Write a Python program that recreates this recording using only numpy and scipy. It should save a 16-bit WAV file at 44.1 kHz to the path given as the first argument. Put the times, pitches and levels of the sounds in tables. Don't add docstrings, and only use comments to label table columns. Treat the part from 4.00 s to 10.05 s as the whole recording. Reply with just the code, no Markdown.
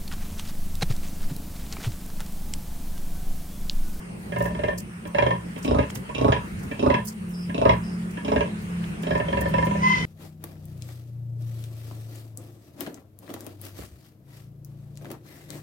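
import sys
import numpy as np
from scipy import signal
from scipy.fft import rfft, irfft, next_fast_len
from scipy.io import wavfile
from scipy.ndimage import uniform_filter1d, map_coordinates

SR = 44100
rng = np.random.default_rng(int(sys.argv[2]) if len(sys.argv) > 2 else 0)


def convert_level_to_amplitude(level_db):
    exponent = np.asarray(level_db, float) / 20
    return 10 ** exponent


def master_out(mix):
    frames = np.transpose(np.atleast_2d(mix))
    ceiling = np.clip(frames, -1, 1)
    pcm = np.round(ceiling * 32767).astype(np.int16)
    wavfile.write(sys.argv[1], SR, pcm)


N = 266893
TIME = np.arange(N) / SR
SLOW = TIME[::40]

# pitch_hz [Hz], level_db [dB per Hz]
AIR_SPECTRUM = [(20, -23), (45, -7), (110, -6), (200, -2.5), (260, -13.5), (430, -16), (640, -23),
                (1740, -24.5), (2800, -28.5), (3600, -38), (7300, -41), (10500, -46), (11700, -77),
                (13000, -53)]
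# time_s [s], level_db [dB]
AIR_LEVEL = [(0, -46), (.57, -44), (.8, -48), (1.45, -45.5), (1.7, -44.5), (2.7, -44.5), (3.0, -46.5),
             (4.97, -41.5), (6.05, -36)]
# pitch_hz [Hz], correlation [-1 to 1]
PORT_LIKENESS = [(60, 1), (180, 0.95), (550, -0.15), (1650, -0.49), (4970, -0.0014), (15000, 0.1)]
# pitch_hz [Hz], t60_s [s]
PEN_T60 = [(100, .2), (1000, 0.19), (4000, 0.23), (10000, 0.04)]
# pitch_hz [Hz], level_db [dB]
PORT_LEAN = [(200, 0), (600, -4), (1200, -4.5), (4000, -4)]
# time_s [s], low_fan_hz [Hz], high_fan_hz [Hz]
FAN_HZ = [(0, 175, 210), (4.2, 177, 213), (4.7, 175, 211), (5.1, 169, 206), (5.4, 167, 202),
          (6.05, 163, 196)]
# time_s [s], low_fan_db [dB], high_fan_db [dB]
FAN_LEVEL = [(0, -45.5, -56), (.5, -37, -46.5), (1.1, -40.5, -52), (1.75, -42.5, -54), (1.95, -55, -53),
             (2.5, -53, -49), (2.93, -50, -40), (3.3, -38, -43.5), (3.99, -33, -41), (4.43, -42, -36),
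             (4.8, -34.5, -43), (5.34, -35.5, -42.5), (5.9, -30.5, -32), (6.05, -32.5, -42)]
# start_s [s], attack_s [s], hold_s [s], release_s [s], level_db [dB], pitch_hz [Hz]
CHIRPS = [
    (3.32, .016, .1, .045, -52.5, 5110),
    (3.82, .016, .1, .03, -56, 5080),
]
# [dB, left minus right]
SNIFFS = [(0.38, -39, 1, 0.038, -10.5), (0.415, -36.5, 0, 0.1, -13), (0.7744, -26, 2, 0.051, -7.5),
          (1.065, -41.5, 0, 0.035, -9.0), (1.5778, -41, 3, 0.035, -8.0), (1.6234, -40, 8.5, 0.071, -5),
          (1.896, -41, 9, 0.03, -4), (1.9445, -29.5, 2.5, 0.052, -9), (2.589, -42.5, 3, 0.035, -7.5),
          (2.6259, -37.5, 2, 0.042, -6.0), (3.047, -26, -7.5, 0.048, -10), (3.0695, -31.5, 5.5, 0.067, -1),
          (3.2869, -43, -20, 0.035, -11), (3.302, -41, -2, 0.035, -1), (4.1054, -35.5, 0.5, 0.035, -5),
          (4.615, -43.5, -13, 0.035, -14), (5.02, -31.5, 0.5, 0.029, -11), (5.174, -45, 9, 0.035, 1),
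          (5.407, -24.5, -4, 0.021, -17.5), (5.482, -37, -13, 0.035, -9), (5.647, -34, -3, 0.041, -3.5),
          (5.8755, -36, -3, 0.035, -3.0)]
# [dB, left minus right]
SMACKS = [(1.578, -40, 0.03, -3), (1.9018, -31, 0.018, -0.5), (1.957, -34, 0.043, -8),
          (4.0274, -49, 0.024, -3.0), (4.8405, -34, 0.036, -1), (5.9863, -31, 0.025, 7)]
# start_s [s], attack_s [s], hold_s [s], release_s [s], level_db [dB]
SQUEAL = (5.79, .045, 0.17, 0.1, -32)
# time_s [s], pitch_hz [Hz]
SQUEAL_HZ = [(5.78, 975), (5.83, 1005), (5.86, 1028), (5.96, 1025), (6.05, 1015)]
# multiple [of the pitch], level_db [dB]
SQUEAL_PARTIALS = [(1.5, -12), (2, 7.5), (1.92, -8), (2.5, -12), (3, -4.5), (3.5, -18), (4, -17), (5, -24)]
# first_flap_s [s], first_gap_s [s], gap_growth_s [s per flap], flaps [count]
GRUNTS = [(.321, .0405, .004, 5), (.548, .043, .002, 5), (1.147, .037, .002, 6), (1.648, .030, .003, 6),
          (2.181, .031, .0027, 6), (2.794, .033, .0024, 6), (3.545, .0345, .0016, 6),
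          (4.248, .033, .0045, 6), (5.033, .035, .0045, 6), (5.283, .0445, -.0008, 6),
          (5.539, .043, -.0003, 7)]
# full_effort_s [s], throat_db [dB], lips_part_s [s], lip_seal [0-1], widest_jaw_hz [strongest Hz]
GRUNT_EFFORT = [(.372, -27.5, 0.29, 0.13, 464), (.634, -26, .585, 0.2, 490), (1.191, -21.5, 1.15, .7, 544),
                (1.714, -17.5, 1.78, 0.98, 340), (2.25, -16.5, 2.3, 1, 370), (2.85, -18, 2.896, 1, 370),
                (3.64, -17, 3.662, 1, 420), (4.315, -21.5, 4.35, 0.79, 393),
                (5.105, -25.5, 5.105, 0.62, 440), (5.31, -28, 5.3, 0.18, 460),
                (5.555, -26, 5.48, 0.59, 440)]
LONE_FLAPS = [1.053, 1.561, 2.092, 2.149, 2.713, 3.495, 4.172]
# throat_db [dB], lips_open [0-1], nostrils_db [dB relative]
LONE_EFFORT = [(-38, .4, -16), (-38, .3, -15), (-36, .5, -14), (-32.5, 0, -4.5), (-32, 1, -12),
               (-37.5, 1, -15), (-39, 1, -11.5)]
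# pitch_hz [Hz], width_hz [Hz], level_db [dB]
CHEST = [(68.3, 23.3, -2), (120.4, 25, -.5), (167, 42, -9.5)]
# pitch_hz [Hz], width_hz [Hz], level_db [dB]
THROAT = [(274.9, 85, 0), (412, 121, 0), (566.2, 104, 0)]
# [dB, three columns]
THROAT_SHAPES = [(268, -4, -8.5, -9), (418, -8.5, -5, -1), (570, -12, -8, -1.5)]
# pitch_hz [Hz], width_hz [Hz], level_db [dB]
MOUTH = [(1498, 47, -10.5), (1677.5, 72, 8.5), (1821, 97, 1.5), (2077.5, 166, -1)]
# pitch_hz [Hz], width_hz [Hz], level_db [dB]
MOUTH_WIDE = [(1660, 65, 0.5), (1790, 51, 8), (2118, 86, 0.5)]
# lips_open [0-1], level_db [dB relative]
MOUTH_DB = [(0, -41), (.3, -13.5), (1, -7)]
# pitch_hz [Hz], width_hz [Hz], level_db [dB]
SNOUT_SHUT = [(869.4, 34, 2.5), (1095.5, 27, 3)]
# pitch_hz [Hz], width_hz [Hz], level_db [dB]
SNOUT_OPEN = [(977.7, 66, 5), (1220, 140, -20)]
# pitch_hz [Hz], width_hz [Hz], level_db [dB]
SNOUT_STRAINED = [(1229, 90, -0.5), (1420, 90, -7.5)]
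# sealed_db [dB relative], parted_db [dB relative]
SNOUT_DB = (-9, -5.5)
# pitch_hz [Hz], width_hz [Hz], level_db [dB]
NOSTRILS = [(2397, 98, -4), (2684, 260, 2), (3170, 186, -3.5)]
# pitch_hz [Hz], width_hz [Hz], level_db [dB]
WHISTLE = [(3844, 370, 1), (5090, 330, -2.5), (6063, 260, -6.5), (6940, 133, -12)]

RISE_DB_PER_S, SAG_DB_PER_S, RELEASE_DB_PER_S, LEAD_FALL_DB_PER_S = 147, 9.5, 191, 60
SAG_PER_SEAL_DB_PER_S, RELEASE_AHEAD_S = 56.5, 0.024
PART_S, JAW_AHEAD_S, JAW_S, JAW_REST_HZ, JAW_CLOSES_HZ_PER_S = 0.0078, 0.067, 0.029, 257, 820
GAPE_AFTER_S, GAPE_S, GAPE_SNOUT_DB = 0.076, .02, 7.5
STRAIN_S, STRAIN_DB = .035, -7.5
NOSTRIL_DB, LEAK_DB = -17, -46
POP_DB, POP_AFTER_S, POP_S = 10.5, 0.014, .08
SNORT_DB, SNORT_S = 3.5, 0.034
SIDES = np.array([[.5], [-.5]])


def unit(x):
    return x / np.sqrt(np.mean(x ** 2) + 1e-20)


def along(points, hz):
    f, v = np.transpose(points)
    return np.interp(np.log(hz + 1), np.log(f + 1), v)


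def curves(*spans):
    s, *cols = np.transpose(np.concatenate(spans))
    inside = sum((TIME > rows[0][0]) & (TIME < rows[-1][0]) for rows in spans)
    return [np.interp(TIME, s, c) for c in cols] + [uniform_filter1d(inside * 1., size=600)]


def call(start, attack, hold, release, db, depth_db):
    s = start + np.cumsum([0, attack, hold, release])
    return curves(np.transpose([s, db - depth_db * np.array([1, 0, 0, 1])]))


def ease(t, width):
    return .5 + .5 * np.tanh(t / width / 2)


def wobble(rate):
    return map_coordinates(rng.standard_normal(int(N / SR * 400)), [TIME * rate])


def filtered(x, response):
    m = next_fast_len(N + SR // 4, True)
    return irfft(rfft(x, m) * response(np.fft.rfftfreq(m, 1 / SR)), m)[..., :N]


def resonant(x, modes):
    def shape(f):
        return sum(convert_level_to_amplitude(db) * (1j * f * w / (c * c - f * f + 1j * f * w)) ** 2 for c, w, db in modes)
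    power = np.mean(abs(shape(np.arange(SR // 2) + .5)) ** 2)
    return filtered(x, shape) / np.sqrt(power)


def band(lo_hz, hi_hz, channels=1):
    edge = lambda f: 1 / (1 + (lo_hz / (f + 1)) ** 18) / (1 + (f / hi_hz) ** 18)
    return unit(filtered(rng.standard_normal((channels, N)), edge))


def pen(x):
    out, step, fade = np.zeros((2, N + SR)), SR // 4, SR // 40
    window = np.convolve(np.ones(step), np.ones(fade) / fade)
    for i in range(-fade, N, step):
        hz, t, z = signal.stft(rng.standard_normal((2, SR // 3)), SR, nperseg=256)
        decay = convert_level_to_amplitude(-60 * t / along(PEN_T60, hz)[:, None])
        tail = signal.istft(z * decay, SR, nperseg=256)[1]
        part = np.pad(x, (fade, step + fade))[i + fade:][:len(window)] * window
        wet = signal.fftconvolve(part[None], tail / np.linalg.norm(tail[0]), axes=1)
        out[:, i + fade:][:, :wet.shape[1]] += wet
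    out = out[:, fade - SR // 300:][:, :N]
    near = lambda f: 1 / (1 + (f / 330) ** 4)
    return out - filtered((out[0] - out[1]) / 2, near) * [[1], [-1]]


def ports(x, lag):
    def response(f):
        return convert_level_to_amplitude(SIDES * along(PORT_LEAN, f)) * np.exp(-2j * np.pi * f * lag * SIDES)
    return filtered(np.array([x, x]), response)


def barn():
    barn_db, _ = curves(AIR_LEVEL)
    z = signal.stft(rng.standard_normal((2, N)), nperseg=512)[2]
    patches = uniform_filter1d(rng.standard_normal(z.shape[1:]), size=8, axis=0)
    patches = uniform_filter1d(patches, size=12, axis=1)
    pair = signal.istft(z * convert_level_to_amplitude(2.16 * unit(patches)), nperseg=512)[1][:, :N]
    turn = lambda f: np.arccos(np.clip(along(PORT_LIKENESS, f), -1, 1)) / 2
    colour = lambda f: convert_level_to_amplitude(along(AIR_SPECTRUM, f)) * [np.cos(turn(f)), np.sin(turn(f))]
    mid, side = filtered(pair, colour)
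    air = unit(np.array([mid + side, mid - side])) * convert_level_to_amplitude(barn_db + 8 + 0.95 * wobble(2.95))
    wings = band(8200, 9700, channels=2)
    insects = wings * convert_level_to_amplitude(-58 + 0.23 * wobble(8.3) + np.array([[-2.5], [1.5]]))
    return air + insects


def fan(hz, db, steady, second_db):
    turn = 2 * np.pi * np.cumsum(hz) / SR
    tone = (steady + wobble(14)) * np.sin(turn) + wobble(12) * np.cos(turn)
    octave = wobble(6.1) * np.sin(2 * turn) + wobble(12) * np.cos(2 * turn)
    return convert_level_to_amplitude(db) * (unit(tone) + convert_level_to_amplitude(second_db) * ports(unit(octave), lag=0.00026))


def bird():
    level = sum(on * convert_level_to_amplitude(db) for db, on in (call(*row[:5], depth_db=16) for row in CHIRPS))
    starts, tops_hz = np.transpose(CHIRPS)[[0, 5]]
    current = np.maximum(np.searchsorted(starts, TIME) - 1, 0)
    sag_hz = 400 * np.clip(TIME - starts[current], 0, .2)
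    hz = (tops_hz[current] - sag_hz) * (1 + .035 * wobble(300))
    turn = 2 * np.pi * np.cumsum(hz) / SR
    return level * (wobble(350) * np.sin(turn) + wobble(380) * np.cos(turn))


def sniffs():
    high, low = band(8770, 21700, channels=2), band(4350, 9600, channels=2)
    rustle = high * convert_level_to_amplitude(np.array([[-66], [-62]]) + 3.2 * wobble(10))
    out = np.zeros((2, N))
    for s, db, low_db, length, pan in SNIFFS:
        i = round(s * SR)
        u = TIME[:min(SR // 5, N - i)] / length
        span = slice(i, i + len(u))
        shape = convert_level_to_amplitude(db - 14.5) * (1 - np.exp(-14 * u)) * np.exp(-2.5 * u ** 2)
        out[:, span] += shape * (convert_level_to_amplitude(pan * SIDES) * high[:, span] + convert_level_to_amplitude(low_db) * low[:, span])
    return out * convert_level_to_amplitude(3.2 * wobble(150)) + rustle


def smacks():
    wet, out = band(650, 4000, channels=2), np.zeros((2, N))
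    for s, db, t60, pan in SMACKS:
        i = round(s * SR)
        t = TIME[:min(SR // 10, N - i)]
        span = slice(i, i + len(t))
        out[:, span] += convert_level_to_amplitude(db - 1 - 60 * t / t60 + pan * SIDES) * wet[:, span]
    return out


def squeal():
    db, on = call(*SQUEAL, depth_db=22)
    first_db = 11.5 - 142 * np.maximum(TIME - 5.86, 0)
    turn = 2 * np.pi * np.cumsum(curves(SQUEAL_HZ)[0]) / SR

    def rough(k, steady):
        return (steady + wobble(110)) * np.sin(k * turn) + wobble(110) * np.cos(k * turn)
    upper = sum(convert_level_to_amplitude(d) * rough(k, steady=0.52) for k, d in SQUEAL_PARTIALS)
    first = convert_level_to_amplitude(first_db - 0.5) * rough(0.98, steady=1.12)
    teeth, gape = band(4300, 6400)[0], band(1300, 3800)[0]
    hiss = convert_level_to_amplitude(-16) * teeth * (1.2 + np.sin(turn)) + convert_level_to_amplitude(-10) * gape
    return on * convert_level_to_amplitude(db) * (0.55 * upper + first + hiss)


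def lead(s, effort):
    db, lips, nostril_db = effort
    release_db = RELEASE_DB_PER_S * np.maximum(SLOW - s - .08, 0)
    level = db - LEAD_FALL_DB_PER_S * abs(SLOW - s) - 60 * (SLOW < s - .01) - release_db
    rest = [JAW_REST_HZ, lips, nostril_db, -6.5, .3, 0]  # jaw, lips, nostrils, snout dB, gape, strain
    return level, *np.outer(rest, np.ones(len(SLOW)))


def grunt(run, effort):
    first, gap, grow, n = run
    full, db, part, seal, wide_hz = effort
    last = first + gap * (n - 1) + grow * (n - 1) * (n - 2) / 2
    since = SLOW - part
    past = np.maximum(SLOW - last + RELEASE_AHEAD_S, 0)
    effort_db = db - RISE_DB_PER_S * np.maximum(full - SLOW, 0)
    sag_db = (SAG_DB_PER_S + SAG_PER_SEAL_DB_PER_S * seal) * np.maximum(SLOW - full, 0)
    level = effort_db - sag_db - RELEASE_DB_PER_S * past - 60 * (SLOW < first - .012)
    lips = 1 - seal * ease(-since, PART_S)
    drop_hz = (wide_hz - JAW_REST_HZ) * ease(since + JAW_AHEAD_S, JAW_S)
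    jaw = JAW_REST_HZ + drop_hz - JAW_CLOSES_HZ_PER_S * past
    pop = POP_DB * seal * ease(since - POP_AFTER_S, PART_S / 2) * np.exp(-abs(since) / POP_S)
    snort = SNORT_DB * np.exp(-abs(SLOW - first) / SNORT_S)
    leak = np.minimum(LEAK_DB - effort_db, 0)
    nostril_db = lips * NOSTRIL_DB + (1 - lips) * leak + pop + snort
    gape = 1 - seal * (1 - ease(since - GAPE_AFTER_S, GAPE_S))
    strain = seal ** 3 * (1 - lips) * ease(since + STRAIN_S, 0.0068)
    swell_db = GAPE_SNOUT_DB * seal * np.maximum(ease(since, GAPE_S), .5 * strain)
    snout_db = np.interp(lips, [0, 1], SNOUT_DB) + swell_db
    return level, jaw, lips, nostril_db, snout_db, gape, strain


def voice():
    now = lead(LONE_FLAPS[0], LONE_EFFORT[0])
    for new in [*map(lead, LONE_FLAPS[1:], LONE_EFFORT[1:]), *map(grunt, GRUNTS, GRUNT_EFFORT)]:
        now = np.where(new[0] > now[0], new, now)
    return [np.interp(TIME, SLOW, control) for control in uniform_filter1d(now, size=5, axis=1)]


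def palate(puff, breath):
    runs = [s + np.cumsum(np.r_[0, gap + grow * np.arange(n - 1)]) for s, gap, grow, n in GRUNTS]
    flaps = np.zeros(N)
    flaps[(np.concatenate(runs + [LONE_FLAPS]) * SR).astype(int)] = 1
    flaps[[int(run[-1] * SR) for run in runs]] = 0.55
    gate = signal.fftconvolve(flaps, convert_level_to_amplitude(-60 * TIME[:SR // 20] / 0.036))[:N]
    clicks = np.sqrt(1 - puff) * flaps * np.sqrt(SR / 25)
    puffs = np.sqrt(puff) * 4 * gate * rng.standard_normal(N)
    return clicks + puffs + breath * rng.standard_normal(N)


def sow():
    throat_db, jaw, lips, nostril_db, snout_db, gape, strain = voice()
    gape = np.clip(gape, 0, 1)
    air = convert_level_to_amplitude(throat_db)
    low, high = air * palate(puff=0.11, breath=0.11), air * palate(puff=0.56, breath=0.19)

    at, *levels = np.transpose(THROAT_SHAPES)
    throat = sum(resonant(convert_level_to_amplitude(np.interp(jaw, at, db)) * low, [mode]) for db, mode in zip(levels, THROAT))
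    boom = np.roll(air * convert_level_to_amplitude(np.interp(jaw, at, [-6.5, -4, -5])), 450)
    chest = resonant(boom * palate(puff=.15, breath=0.48), CHEST)

    shut = np.interp(lips, [0, 1], [.85, .15])
    into_snout = convert_level_to_amplitude(snout_db - 2.0) * high
    snout = resonant(convert_level_to_amplitude(STRAIN_DB) * strain * into_snout, SNOUT_STRAINED)
    snout += resonant(shut * (1 - 0.77 * strain) * into_snout, SNOUT_SHUT)
    snout += resonant(np.sqrt(1 - shut ** 2) * into_snout, SNOUT_OPEN)

    into_mouth = convert_level_to_amplitude(np.interp(lips, *np.transpose(MOUTH_DB)) - 4.0) * high
    mouth = resonant(np.sqrt(1 - gape) * into_mouth, MOUTH) + resonant(np.sqrt(gape) * into_mouth, MOUTH_WIDE)

    nose = convert_level_to_amplitude(nostril_db - 3.5) * high
    nostrils = sum(resonant(convert_level_to_amplitude(db + 2.3 * wobble(13)) * nose, [(hz, width, 0)]) for hz, width, db in NOSTRILS)
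    passages = (0.72 * shut + 0.2) * convert_level_to_amplitude(np.minimum(0.45 * (throat_db + 24.5), 0.5))
    whistle = resonant(nose * passages, WHISTLE)
    return throat + chest + snout + mouth + nostrils + whistle


def scene():
    (low_hz, high_hz, _), (low_db, high_db, _) = curves(FAN_HZ), curves(FAN_LEVEL)
    drone = fan(low_hz, low_db + 2.5, steady=2.65, second_db=-21.5)
    drone += fan(high_hz, high_db + 3.5, steady=0.99, second_db=-21)
    far, cry, grunts = bird(), squeal(), sow()
    direct = ports(grunts, lag=0.000558) + convert_level_to_amplitude(-1.5) * far
    direct += ports(cry, lag=-0.00039) * convert_level_to_amplitude([[2.5], [-2.5]])
    wet = pen(convert_level_to_amplitude(-4.5) * grunts + convert_level_to_amplitude(-4.5) * cry + convert_level_to_amplitude(-1.0) * far)
    return barn() + drone + sniffs() + smacks() + wet + direct


def band_limit(x):
    return signal.sosfilt(signal.butter(12, 15760, fs=SR, output="sos"), x)


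def record(dry):
    mix = filtered(dry, lambda f: (1j * f / (35 + 1j * f)) ** 2)
    return band_limit(mix)


dry = scene()
out = record(dry)
master_out(out)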